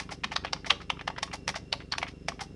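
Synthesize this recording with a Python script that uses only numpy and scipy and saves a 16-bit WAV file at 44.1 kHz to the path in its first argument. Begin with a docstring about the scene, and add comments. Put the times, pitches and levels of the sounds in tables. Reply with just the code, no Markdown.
"""Quick typing in a quiet room

A plastic keyboard is heard close to a small computer microphone. Gritty noise through resonances makes
the sharp clack of each key hitting bottom, its loose rattle back up and small ticks; the case rings briefly.
Soft decaying tones are the desk's thuds. A machine throbs about 24 times a second as repeating pulses
with two hum tones, and shaped noise makes a faint hiss with two thin whines."""
import sys
import numpy as np
from scipy import signal
from scipy.fft import rfft, irfft, next_fast_len
from scipy.io import wavfile
from scipy.ndimage import uniform_filter1d, map_coordinates

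SR = 44100
rng = np.random.default_rng(int(sys.argv[2]) if len(sys.argv) > 2 else 0)


def invert_db(level):
    """Linear amplitude ratio for a level in decibels (20 dB per decade), elementwise."""
    return 10 ** (np.asarray(level, dtype=float) / 20)


def transcribe(signal):
    """Save signal, clipped to [-1, 1], as a 16-bit WAV file at the path in sys.argv[1]."""
    frames = np.atleast_2d(signal).T
    limited = np.clip(frames, -1, 1)
    pcm = np.round(limited * 32767).astype(np.int16)
    wavfile.write(sys.argv[1], SR, pcm)


N = 112455  # length of the scene in samples
LEAD = SR // 25  # samples kept free ahead of each key sound's zero time
KEY_TIME = (np.arange(SR // 6) - LEAD) / SR  # seconds around one key event
THROB_HZ = 24.11


def unit(x):
    """Scaled to rms 1."""
    return x / np.sqrt(np.mean(x ** 2) + 1e-20)


def along(points, hz):
    """Reads between (Hz, value) points on a log frequency axis."""
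    f, v = np.transpose(points)
    return np.interp(np.log(hz + 1), np.log(f + 1), v)


def wobble(rate):
    """A smooth random curve with rate knots a second."""
    knots = rng.standard_normal(int(N * rate / SR) + 4)
    return map_coordinates(knots, [np.arange(N) * rate / SR])


def filtered(x, response):
    """Multiplies the spectrum of x by a response of frequency."""
    m = next_fast_len(len(x) + 8192)
    return irfft(rfft(x, m) * response(np.fft.rfftfreq(m, 1 / SR)), m)[:len(x)]


def high_pass(f, hz, power):
    """Gain that falls below hz, more steeply with a higher power."""
    return 1 / (1 + (hz / (f + 1)) ** power)


def low_pass(f, hz, power):
    """Gain that falls above hz, more steeply with a higher power."""
    return 1 / (1 + (f / hz) ** power)


def resonance(f, hz, width_hz):
    """One causal resonance, gain 1 at its centre."""
    return 1j * f * width_hz / (hz * hz - f * f + 1j * f * width_hz)


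def fade(t, t60):
    """Exponential decay from time 0, falling 60 dB in t60 seconds."""
    return (t >= 0) * invert_db(-60 * np.maximum(t, 0) / t60)


def once_a_cycle(s, width):
    """A bell-shaped pulse at delay s in every throb cycle, both in seconds."""
    cycles = ((np.arange(N) / SR - s) * THROB_HZ + .5) % 1 - .5
    return np.exp(-.5 * cycles ** 2 / (width * THROB_HZ) ** 2)


def keys():
    """Lays out every press, return and tick, each with its own room tail."""
    out = np.zeros(N + 2 * SR)
    for s, db, sound in presses() + returns() + ticks():
        wet = room(sound)
        out[round(s * SR) + LEAD:][:len(wet)] += invert_db(db) * wet
    return filtered(out[2 * LEAD:2 * LEAD + N], lambda f: high_pass(f, 448, 8))


# Keys hitting bottom. Each row: start in seconds, level in dB, key cap resonance in Hz,
# case knock trim in dB, treble trim in dB.
KEY_PRESSES = [(0.241, -13.5, 2150, -16, -11), (0.361, -11, 4400, -18.5, -13), (0.448, -20, 1670, -4, -12),
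               (0.531, -13, 5100, -11, -12.5), (0.703, -3, 2940, -26.5, -11.5), (0.713, -19, 2360, -6, -11),
               (0.901, -11, 2790, -13, -11), (1.011, -27, 1910, -8, -12.5),
               (1.076, -14.5, 1700, -8.5, -13.5), (1.101, -33, 1970, 6.5, -11),
               (1.182, -21.5, 1870, -9.5, -12.5), (1.229, -14, 2010, -9.5, -3),
               (1.478, -14, 2060, -10.5, -4.5), (1.49, -17.5, 2090, -9, -3.5), (1.498, -24, 2000, -11, -5),
               (1.726, -11, 3690, -16.5, -12), (1.736, -24.5, 2300, -3, -11),
               (1.921, -13.5, 4320, -30, -12.5), (1.936, -18.5, 1530, -20, -17),
               (1.982, -17, 2700, -8.5, -2.5), (2.028, -16, 2130, -6, -16),
               (2.284, -14.5, 1930, -6.5, -3.5), (2.294, -36, 1930, 0, -22)]


def presses():
    """The stem scrapes, the key hits bottom with a clack, then a weaker sound settles."""
    slide_s, slide_db, rise_s, hold_s = 0.0062, -13, 0.0007, 0.0038
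    clack_t60_s, settle_db, settle_t60_s = 0.023, -16, 0.13
    t = KEY_TIME
    scrape = invert_db(slide_db) * np.clip(1.08 + t / slide_s, 0, 1) * (t > -slide_s) * (t < 0)
    clack = fade(np.maximum(t - hold_s, 0), clack_t60_s)
    settle = invert_db(settle_db) * fade(t, settle_t60_s)
    shape = scrape + np.clip(t / rise_s, 0, 1) * (clack + settle)
    return [(s, db, contact(shape, hz, knock_db, treble_db, grit_db=3.5, loose=0.47))
            for s, db, hz, knock_db, treble_db in KEY_PRESSES]


# Keys springing back and rattling. Each row: start in seconds, level in dB, swell time in seconds,
# case knock trim in dB, treble trim in dB.
KEY_RETURNS = [(-.012, -16.5, 0.0045, -9.5, -6.5), (0.108, -27, 0.013, -5.5, -1),
               (0.316, -22.5, 0.004, -7.5, -10), (.659, -25, .01, -8, -0.5), (.813, -34, 0.0036, -13, -8.5),
               (1.329, -24, 0.011, -6.5, -2.5), (1.553, -23, 0.0073, -6, -2), (1.808, -40, .01, -16, -14),
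               (2.077, -30.5, 0.0068, -38, -6), (2.406, -24, 0.0079, -5, -0.5)]


def returns():
    """A released key springs back: its rattle swells, then dies away."""
    start_db, t60_s = -8.5, 0.095
    t = KEY_TIME
    sounds = []
    for s, db, swell, knock_db, treble_db in KEY_RETURNS:
        rise = invert_db(start_db * np.clip(1 - t / swell, 0, 1)) * (t > 0)
        rattle = rise * fade(np.maximum(t - swell, 0), t60_s)
        sounds.append((s, db, contact(rattle, 2060, knock_db, treble_db, grit_db=0.0, loose=7.9)))
    return sounds


# Small ticks of stems and springs. Each row: start in seconds, level in dB, resonance in Hz.
STEM_TICKS = [(0.0914, -26.5, 1280), (0.2352, -19.5, 2290), (0.3118, -31, 2800), (0.4382, -31, 1640),
              (0.4659, -26.5, 2620), (0.4764, -29.5, 2760), (0.5629, -30.5, 1140), (0.6454, -25, 1648),
              (0.8021, -29.5, 1330), (0.97, -33, 1250), (0.9919, -26, 2600), (1.1626, -29, 1710),
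              (1.202, -43, 2100), (1.2762, -30.5, 1100), (1.3138, -30, 2400), (1.5419, -23, 1680),
              (1.8017, -30.5, 1662), (1.951, -28, 1270), (2.0166, -24, 2260), (2.0465, -34, 2230),
              (2.0662, -27.5, 2210), (2.319, -27, 1142), (2.393, -25.5, 1390)]


def ticks():
    """Stems and springs tick: a very short burst of dull noise with a longer tail."""
    rise_s, t60_s, tail_db, tail_t60_s = 0.0011, 0.0071, -2, 0.072
    t = KEY_TIME
    shape = np.clip(t / rise_s, 0, 1) * (fade(t, t60_s) + invert_db(tail_db) * fade(t, tail_t60_s))
    return [(s, db, contact(shape, hz, knock_db=-22, treble_db=-24, grit_db=2, loose=1))
            for s, db, hz in STEM_TICKS]


# Ringing tones of the case. Each row: central pitch in Hz, central level in dB,
# time to fall 60 dB in seconds.
CASE_MODES = [(547, -8.5, 0.12), (689, -3, 0.079), (799, 7.5, 0.024), (880, 6.5, 0.028),
              (1112, -3.5, 0.065), (1277, -15.5, 0.015)]
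# Tone of the plastic before the treble trims. Each row: frequency in Hz, relative level in dB.
PLASTIC_TONE = [(180, -58), (300, -29), (1090, 2), (1600, -4), (3210, -3), (3860, -5), (5690, -5.5),
                (7070, -19.5), (8130, -21.5), (12200, -31.5), (15800, -72), (22000, -120)]


def contact(shape, cap_hz, knock_db, treble_db, grit_db, loose):
    """Gritty noise under a shape drives the key cap; the blow and loose noise ring the case."""
    lumps_db, treble_from_hz, air_from_hz = 3, 4050, 6500
    cap_q, cap_ring_db, cap_ring_s = 5, 11, .012
    n = len(shape)
    since_blow = np.arange(n) - shape.argmax()  # samples after the loudest point
    # the tail rattles unevenly
    late = np.clip(since_blow / (.01 * SR), 0, 1)
    lumps = lumps_db * late * unit(uniform_filter1d(rng.standard_normal(n), size=250))
    grit = grit_db * unit(uniform_filter1d(rng.standard_normal(n), size=60))
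    push = shape * invert_db(grit + lumps) * rng.standard_normal(n)
    # the cap rings most at the blow
    early = np.exp(-np.maximum(since_blow, 0) / (cap_ring_s * SR))
    cap = filtered(push * early, lambda f: resonance(f, cap_hz, cap_hz / cap_q))
    push = push + invert_db(cap_ring_db) * cap
    # dull keys are duller still on top, with some scatter
    air_db = 0.26 * (treble_db + 15) + 3 * rng.standard_normal()

    def tone(f):
        treble = (treble_db + 9) * high_pass(f, treble_from_hz, 6)
        air = air_db * high_pass(f, air_from_hz, 6)
        return invert_db(along(PLASTIC_TONE, f) + treble + air)

    t = np.arange(n // 2) / SR
    ring = np.zeros(n // 2)
    for hz, db, t60 in CASE_MODES:
        level = invert_db(db + rng.normal(0, 3))
        ring += level * fade(t, t60) * np.sin(2 * np.pi * hz * rng.normal(1, .015) * t)
    blow = unit(since_blow == 0) + loose * unit(shape ** 2 * rng.standard_normal(n))
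    knock = signal.fftconvolve(blow, ring)[:n]
    both = unit(filtered(push, tone)) + invert_db(knock_db + 4.5) * unit(knock)
    return invert_db(-10.5) / unit(shape).max() * both


# How long the room rings. Each row: frequency in Hz, time to fall 60 dB in seconds.
ROOM_DECAY = [(400, 0.46), (1500, 0.24), (4000, 0.27), (10000, 0.33)]


def room(x):
    """Adds a short noise tail, each frequency dying at its own speed."""
    tail_db, delay = -16.5, 250  # delay in samples
    hz, t, z = signal.stft(rng.standard_normal(SR // 3), SR, nperseg=256)
    decay = invert_db(-60 * t / along(ROOM_DECAY, hz)[:, None])
    tail = signal.istft(z * decay, SR, nperseg=256)[1]
    wet = signal.fftconvolve(np.pad(x, (delay, 0)), tail / np.linalg.norm(tail))
    return np.pad(x, (0, len(wet) - len(x))) + invert_db(tail_db) * wet


# Low thuds of the desk under the hands. Each row: start in seconds, level in dB, pitch in Hz.
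DESK_THUDS = [(.243, -37, 215), (.25, -43, 115), (.385, -44, 72), (.55, -43, 150), (.706, -38, 475),
              (.708, -37, 572), (1.48, -42, 122), (1.485, -41, 195), (1.727, -40, 565), (2.285, -46, 150),
              (2.41, -45, 110)]


def desk():
    """The desk sounds soft low tones that rise quickly and die away."""
    rise_s, t60_s = .008, .18
    out = np.zeros(N)
    for s, db, hz in DESK_THUDS:
        t = np.arange(N) / SR - s
        out += invert_db(db) * fade(t, t60_s) * np.clip(t / rise_s, 0, 1) * np.sin(2 * np.pi * hz * t)
    return out


# One throb cycle: a small dip, a push, a pull, a slow swell. Each row: delay in seconds,
# size before the level wavers, width in seconds.
THROB_PULSES = [(.0105, -.005, .0005), (.0140, .0165, .00055), (.0229, -.018, .00055), (.0302, .0045, .003)]
# Hum tones. Each row: pitch in Hz, rms level in dB before wavering, waver in dB.
HUM_TONES = [(114.2, -59.5, 1), (395.6, -67.5, 2)]


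def machine():
    """Pulses repeat each cycle, smoothed and wavering in level, with two hum tones."""
    t = np.arange(N) / SR
    throb = sum(size * once_a_cycle(s, width) for s, size, width in THROB_PULSES)
    wavering = (throb - throb.mean()) * invert_db(0.77 * wobble(11.75))
    out = filtered(wavering, lambda f: low_pass(f, 560, 12))
    for hz, db, waver_db in HUM_TONES:
        level = invert_db(db + waver_db * wobble(5.54))
        out += np.sqrt(2) * level * np.sin(2 * np.pi * hz * t)
    return out


# Colour of the hiss. Each row: frequency in Hz, relative level in dB.
HISS_TONE = [(30, -11.5), (130, -1), (270, -4), (480, -10), (620, -17.5), (900, -30), (1330, -25.5),
             (2560, -30), (3300, -30.5), (5300, -35.5), (6650, -37), (12200, -48)]
# Thin whines. Each row: pitch in Hz, width in Hz of each of two equal resonances in a row,
# rms level in dB before wavering and dips.
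WHINES = [(2740, 43, -67.5), (5250, 230, -72)]


def hiss():
    """Noise with a lumpy low end, plus two narrow noise whines that dip in each throb cycle."""
    level_db = -52.5
    shaped = filtered(rng.standard_normal(N), lambda f: invert_db(along(HISS_TONE, f)))
    noise = invert_db(level_db) * unit(shaped)
    low = filtered(noise, lambda f: low_pass(f, 600, 6))
    floor = noise + (invert_db(2.8 * wobble(29.98)) - 1) * low
    whine = np.zeros(N)
    for hz, width_hz, db in WHINES:
        narrow = filtered(rng.standard_normal(N), lambda f: resonance(f, hz, width_hz) ** 2)
        whine += invert_db(db) * unit(narrow)
    dip_s, dip_width_s, dip_db = .0145, .004, -7
    return floor + whine * invert_db(1.4 * wobble(8.75) + dip_db * once_a_cycle(dip_s, dip_width_s))


def scene():
    """Keys and desk over machine and hiss."""
    return (keys() + desk() + machine() + hiss())[None]


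def band_limit(x):
    """A steep low-pass at the top of the band."""
    return signal.sosfilt(signal.butter(12, 12310, fs=SR, output="sos"), x)


def record(dry):
    """The microphone cuts deep bass and rolls off toward its upper band limit."""
    bass_cut_hz, roll_off_hz, top_hz = 39.6, 11360, 12300

    def mic(f):
        return (f < top_hz) * low_pass(f, roll_off_hz, 24) * high_pass(f, bass_cut_hz, 7)

    mix = filtered(dry[0], mic)[None]
    return band_limit(mix)


dry = scene()
out = record(dry)
transcribe(out)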